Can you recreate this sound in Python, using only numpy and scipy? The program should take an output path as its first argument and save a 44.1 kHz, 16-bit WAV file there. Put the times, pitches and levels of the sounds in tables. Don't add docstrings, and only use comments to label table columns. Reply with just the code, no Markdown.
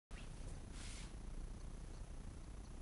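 import sys
import numpy as np
from scipy import signal
from scipy.fft import rfft, irfft, next_fast_len
from scipy.io import wavfile
from scipy.ndimage import uniform_filter1d, map_coordinates

SR = 44100
rng = np.random.default_rng(int(sys.argv[2]) if len(sys.argv) > 2 else 0)


def to_wav(sig):
    pcm = np.clip(np.atleast_2d(sig), -1, 1) * 32767
    pcm = np.round(pcm).astype(np.int16)
    wavfile.write(sys.argv[1], SR, pcm.T)


def invert_db(level):
    return 10 ** (np.asarray(level, dtype=float) / 20)


N = 123921
FRAME_HZ = 30.0


def unit(x):
    return x / np.sqrt(np.mean(x ** 2) + 1e-20)


def evened(x, seconds):
    return unit(x / np.sqrt(abs(uniform_filter1d(x ** 2, round(seconds * SR))) + 1e-9))


def along(points, hz, closed=True):
    f, v = np.transpose(points)
    if closed:
        f = np.r_[f[0] / 2, f, f[-1] * 2]
        v = np.r_[-120, v, -120]
    return invert_db(np.interp(np.log(hz + 1), np.log(f + 1), v))


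def curves(rows):
    s, level, *cols = np.transpose(rows)
    t = np.arange(N) / SR
    gain = invert_db(np.interp(t, s, level, -140, -140))
    return [gain] + [np.interp(t, s, c) for c in cols]


def wobble(rate):
    knots = rng.standard_normal(int(N * rate / SR) + 4)
    return map_coordinates(knots, [np.arange(N) * rate / SR])


def filtered(x, response):
    m = next_fast_len(N + 8192)
    return irfft(rfft(x, m) * response(np.fft.rfftfreq(m, 1 / SR)), m)[..., :N]


def noise(spectrum):
    return unit(filtered(rng.standard_normal(N), lambda hz: along(spectrum, hz)))


def rings(x, peaks):
    def response(f):
        total = 0
        for k, (centre, width, db) in enumerate(peaks):
            resonance = 1j * f * width / (centre * centre - f * f + 1j * f * width)
            total = total + (-1) ** k * invert_db(db) * resonance
        return total ** 2
    return filtered(x, response)


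def clicks(rate_hz, scatter_s, spread_db):
    chance = rng.standard_normal((int(N / SR * 2000), 3))[:int(N / SR * rate_hz)]
    at = np.arange(len(chance)) / rate_hz + scatter_s * chance[:, 0]
    size = np.sign(chance[:, 2]) * invert_db(spread_db * chance[:, 1])
    return np.bincount(np.clip(at * SR, 0, N - 1).astype(int), size, N)


def gliding(source, centre_hz, width):
    hz, t, z = signal.stft(source, SR, nperseg=256, noverlap=224)
    centre = centre_hz[np.clip(t * SR, 0, N - 1).astype(int)]
    shaped = z / (1 + ((hz[:, None] / centre - 1) / width) ** 2)
    return unit(signal.istft(shaped, SR, nperseg=256, noverlap=224)[1][:N])


def scrape():
    # t/s, level/dB, rasp f/Hz
    stroke = [
        (.11, -73, 1100),
        (.145, -70, 1270),
        (.158, -70, 1800),
        (.172, -70, 2100),
        (.182, -68, 2730),
        (.198, -68, 2900),
        (.215, -73, 3300),
        (.25, -75, 2640),
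        (.28, -82, 2600),
    ]
    # f/Hz, level/dB per Hz
    grit_colour = [(500, -10), (1500, -5.5), (3500, -11), (6000, -15.5), (10000, -21)]
    grit_db, grit_growth = 3.5, 0.59
    level, pitch_hz = curves(stroke)
    grains = unit(clicks(1900, .0008, 2.3))
    grit = unit(filtered(grains, lambda hz: along(grit_colour, hz)))
    rasp = gliding(grains, pitch_hz, 0.088) * invert_db(1.1 * wobble(117))
    grit_level = invert_db(grit_db) * level.max() * (level / level.max()) ** grit_growth
    return level * rasp + grit_level * grit


def squeaks():
    slips = [
        (.156, .022, 1960, -68),
        (.176, .008, 2200, -64),
        (.172, .018, 2800, -66),
        (.184, .02, 2730, -61),
        (.185, .009, 3200, -68),
        (.222, .03, 2620, -74),
    ]
    t = np.arange(N) / SR
    out = np.zeros(N)
    for s, length, hz, db in slips:
        swell = np.sin(np.pi * np.clip((t - s) / length, 0, 1))
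        flutter = invert_db(db + 2.4 * wobble(215))
        cycles = hz * np.cumsum(1 + .022 * wobble(243.5)) / SR
        out += 2 * flutter * swell * np.sin(2 * np.pi * cycles)
    return out


def smoulder():
    # t/s, level/dB
    fizz = [(.11, -72), (.25, -73), (.36, -70), (.45, -71.5), (.58, -75), (.7, -80)]
    # f/Hz, level/dB per Hz
    fizz_colour = [(1200, -5), (2500, -0.5), (4500, -3.5), (7000, -7.5), (10500, 0)]
    return curves(fizz)[0] * invert_db(.8 * wobble(40)) * noise(fizz_colour)


def snap():
    # f/Hz, width/Hz, level/dB
    crack_ring = [(9300, 4500, 0)]
    return rings(invert_db(-40) * (np.arange(N) == round(.319 * SR)), crack_ring)


def swish():
    # t/s, level/dB
    motion = [(.3, -66), (.42, -62), (.47, -56.5), (.49, -57), (.56, -57.5), (.65, -71)]
    # f/Hz, level/dB per Hz
    air_colour = [(80, 6.5), (160, 6.5), (300, -7), (500, -4.5), (1000, -17.5), (2500, -23)]
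    return curves(motion)[0] * noise(air_colour)


def spark():
    # t/s, level/dB
    puff = [
        (.47, -77),
        (.485, -63.5),
        (.505, -64),
        (.535, -75),
    ]
    # f/Hz, level/dB per Hz
    puff_colour = [(800, -9), (3000, -9), (6000, -3), (8500, 0), (9900, 6), (11000, 0)]
    return curves(puff)[0] * noise(puff_colour)


def flare():
    # t/s, level/dB, treble/dB, opening of the flame 0-1
    burning = [
        (.705, -76, -5, .05),
        (.732, -64, -4, .1),
        (.758, -61, 0.5, .15),
        (.81, -57.5, 0, 0),
        (.85, -57, -0.5, 0.6),
        (.93, -57.5, 1, 0.84),
        (1.0, -57, -3, 0.87),
        (1.05, -58.5, -4, 0),
        (1.17, -78.5, -10, 0.3),
    ]
    # f/Hz, level/dB per Hz
    jet_colour = [(700, -10), (1150, -12.5), (1600, -6), (2300, -3), (3500, -1), (5500, -3), (8000, -3.5),
                  (11000, -2)]
    # f/Hz, width/Hz, level/dB
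    shut_peaks = [(1195, 1170, -3)]
    open_peaks = [(2120, 300, 0.5), (3280, 870, -3)]
    throat_db, treble_hz = -6.5, 4530
    level, treble_db, opening = curves(burning)
    opening = np.clip(opening, 0, 1)
    jet = noise(jet_colour) * invert_db(.9 * wobble(300) + .4 * wobble(30))
    dull = filtered(jet, lambda hz: 1 / (1 + (hz / treble_hz) ** 4))
    bright = (jet - dull) * invert_db(treble_db)
    shut = evened(rings(rng.standard_normal(N), shut_peaks), .03)
    wide = evened(rings(rng.standard_normal(N), open_peaks), .03)
    throat = np.sqrt(1 - opening) * shut + np.sqrt(opening) * wide
    throat = throat * invert_db(0.91 * wobble(60.3))
    return level * (dull + bright + invert_db(throat_db) * throat)


def chatter():
    # t/s, low ring f/Hz, low ring level/dB, high ring level/dB
    stores = [(.372, 4450, -61, -66), (.377, 4400, -70, -64), (.408, 4320, -66, -68),
              (.414, 4250, -68, -65), (.419, 4400, -63, -66), (.430, 4700, -61, -68),
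              (.440, 4300, -64, -69), (.446, 4400, -72, -69), (.553, 4500, -60, -62),
              (.558, 4450, -68, -62), (1.409, 4400, -62, -71), (1.416, 4400, -71, -68),
              (1.602, 4680, -64, -59), (1.609, 4250, -60, -66), (1.614, 4430, -62, -64),
              (1.934, 4050, -63, -66), (1.942, 4350, -60, -70), (1.949, 4350, -62, -62),
              (1.955, 4130, -65, -65), (1.96, 4450, -65, -60), (1.971, 4850, -63, -66),
              (1.981, 4350, -60, -64), (2.436, 4450, -69, -68), (2.443, 4400, -61, -68),
              (2.647, 4550, -66, -59), (2.651, 4550, -66, -66), (2.655, 4200, -60, -65),
              (2.658, 4400, -62, -64), (2.662, 4300, -61, -65), (2.666, 4400, -67, -68),
              (2.679, 4400, -74, -63)]
    rise_s, t60_s = 0.00055, 0.011
    out, t = np.zeros(N + SR), np.arange(SR // 40) / SR
    shape = invert_db(5) * invert_db(-60 * t / t60_s) * (1 - np.exp(-t / rise_s))
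    chances = rng.standard_normal((len(stores), 3))
    for (s, low_hz, low_db, high_db), (stray, low_turn, high_turn) in zip(stores, chances):
        high_hz = 6000 * (1 + .025 * stray)
        low = invert_db(low_db) * np.sin(2 * np.pi * (low_hz * t + low_turn))
        high = invert_db(high_db) * np.sin(2 * np.pi * (high_hz * t + high_turn))
        out[round(s * SR):][:len(t)] += shape * (low + high)
    return out[:N]


def frame_busy():
    start, share, edge = -.04, .62, .12
    place = (np.arange(N) / SR * FRAME_HZ - start) % 1
    return np.clip(np.minimum(place, share - place) / edge + .5, 0, 1)


def hum():
    # t/s, change of hum/dB
    load = [(.1, 4), (.3, 1), (.55, 0.5), (.7, -2.5), (.95, 1.5), (1.15, -4), (1.35, 5.5), (1.7, 2),
            (2.0, -0.5), (2.25, 1.5), (2.35, -5), (2.47, -1.5), (2.65, -5.5), (2.81, 1)]
    low_at = 0.23
    turn = 2 * np.pi * (np.arange(N) / SR * FRAME_HZ - low_at)
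    wave = np.cos(turn) + invert_db(-15.5) * np.cos(2 * turn)
    return -np.sqrt(2) * invert_db(-54 + 1.2 * wobble(8.97)) * curves(load)[0] * wave


def readout(busy, loads):
    # f/Hz, level/dB per Hz
    burst_colour = [(50, 0.5), (150, 1.5), (300, -7), (500, -14), (1100, -20.5), (2000, -28.5), (4000, -38),
                    (9000, -48)]
    smoothed_hz, idle, release_s = 420, 0.19, 0.0034
    source = .8 * abs(loads) + rng.standard_normal(N)
    steps = unit(filtered(source, lambda hz: 1j * along(burst_colour, hz)))
    slow = filtered(steps, lambda hz: 1 / (1 + (hz / smoothed_hz) ** 4))
    fast = steps - slow
    slow = evened(slow, 1 / FRAME_HZ) * slow.std()
    fast = evened(fast, 1 / FRAME_HZ) * fast.std()
    lingering = idle + filtered(busy, lambda hz: 1 / (1 + 2j * np.pi * hz * release_s))
    level = invert_db(-56.5 + 0.34 * wobble(24.58) + 0.23 * wobble(2.8))
    return level * (lingering * slow + (1 + idle) * busy * fast)


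def ticks(busy, loads):
    # f/Hz, width/Hz, level/dB
    circuit = [(6170, 1060, -0.5), (8140, 510, -2.5), (10650, 910, 2)]
    return invert_db(-73.5) * unit(rings((loads + 0.71 * rng.standard_normal(N)) * busy, circuit))


def whine():
    # f/Hz, level/dB rms
    tones = [(10045, -80), (8005, -98)]
    t = np.arange(N) / SR
    out = np.zeros(N)
    for hz, db in tones:
        level = np.sqrt(2) * invert_db(db + 1.5 * wobble(20))
        out += level * np.sin(2 * np.pi * hz * t + .4 * wobble(8))
    return out


def floor_noise():
    # f/Hz, level/dB per Hz, both tables
    rumble_colour = [(20, 4), (32, -9), (52, 6), (65, -9.5), (85, -5.5), (150, -22.5), (400, -39)]
    hiss_colour = [(150, 14.5), (330, 8), (600, 7), (1100, 4.5), (1600, 1.5), (4000, -1.5), (8000, -4),
                   (10800, -2)]
    rumble = invert_db(-53.5) * evened(noise(rumble_colour), 0.17)
    return rumble + invert_db(-68 + 0.59 * wobble(5.67)) * noise(hiss_colour)


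def camera():
    busy = frame_busy()
    loads = unit(np.clip(clicks(264.46, .0011, 3), -1.3, 1.3))
    return hum() + readout(busy, loads) + ticks(busy, loads) + whine() + floor_noise()


def scene():
    match = scrape() + squeaks() + smoulder() + snap() + swish() + spark() + flare()
    mono = match + chatter() + camera()
    return np.array([mono, mono])


def roll_off(x):
    return signal.sosfilt(signal.butter(12, 11480, fs=SR, output="sos"), x)


def record(dry):
    # f/Hz, level/dB
    band_edge = [(10300, -0.5), (10800, -9), (11300, -16.5), (11480, -7), (11560, -60)]
    # t/s, low f/Hz, high f/Hz, level/dB
    side_bursts = [
        (.862, 4250, 5140, -69),
        (.978, 5600, 7500, -68),
        (.978, 8860, 10400, -73),
    ]
    t = np.arange(N) / SR
    side = np.zeros(N)
    for s, low_hz, high_hz, db in side_bursts:
        swell = np.clip(1.5 - abs(t - s) / 0.019, 0, 1) ** 3
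        band = filtered(rng.standard_normal(N), lambda hz: (hz > low_hz) & (hz < high_hz))
        side += invert_db(db) * swell * unit(band)
    wet = filtered(dry, lambda hz: along(band_edge, hz, closed=False)) + side * [[1], [-1]]
    return roll_off(wet * (t >= .10877))


dry = scene()
out = record(dry)
to_wav(out)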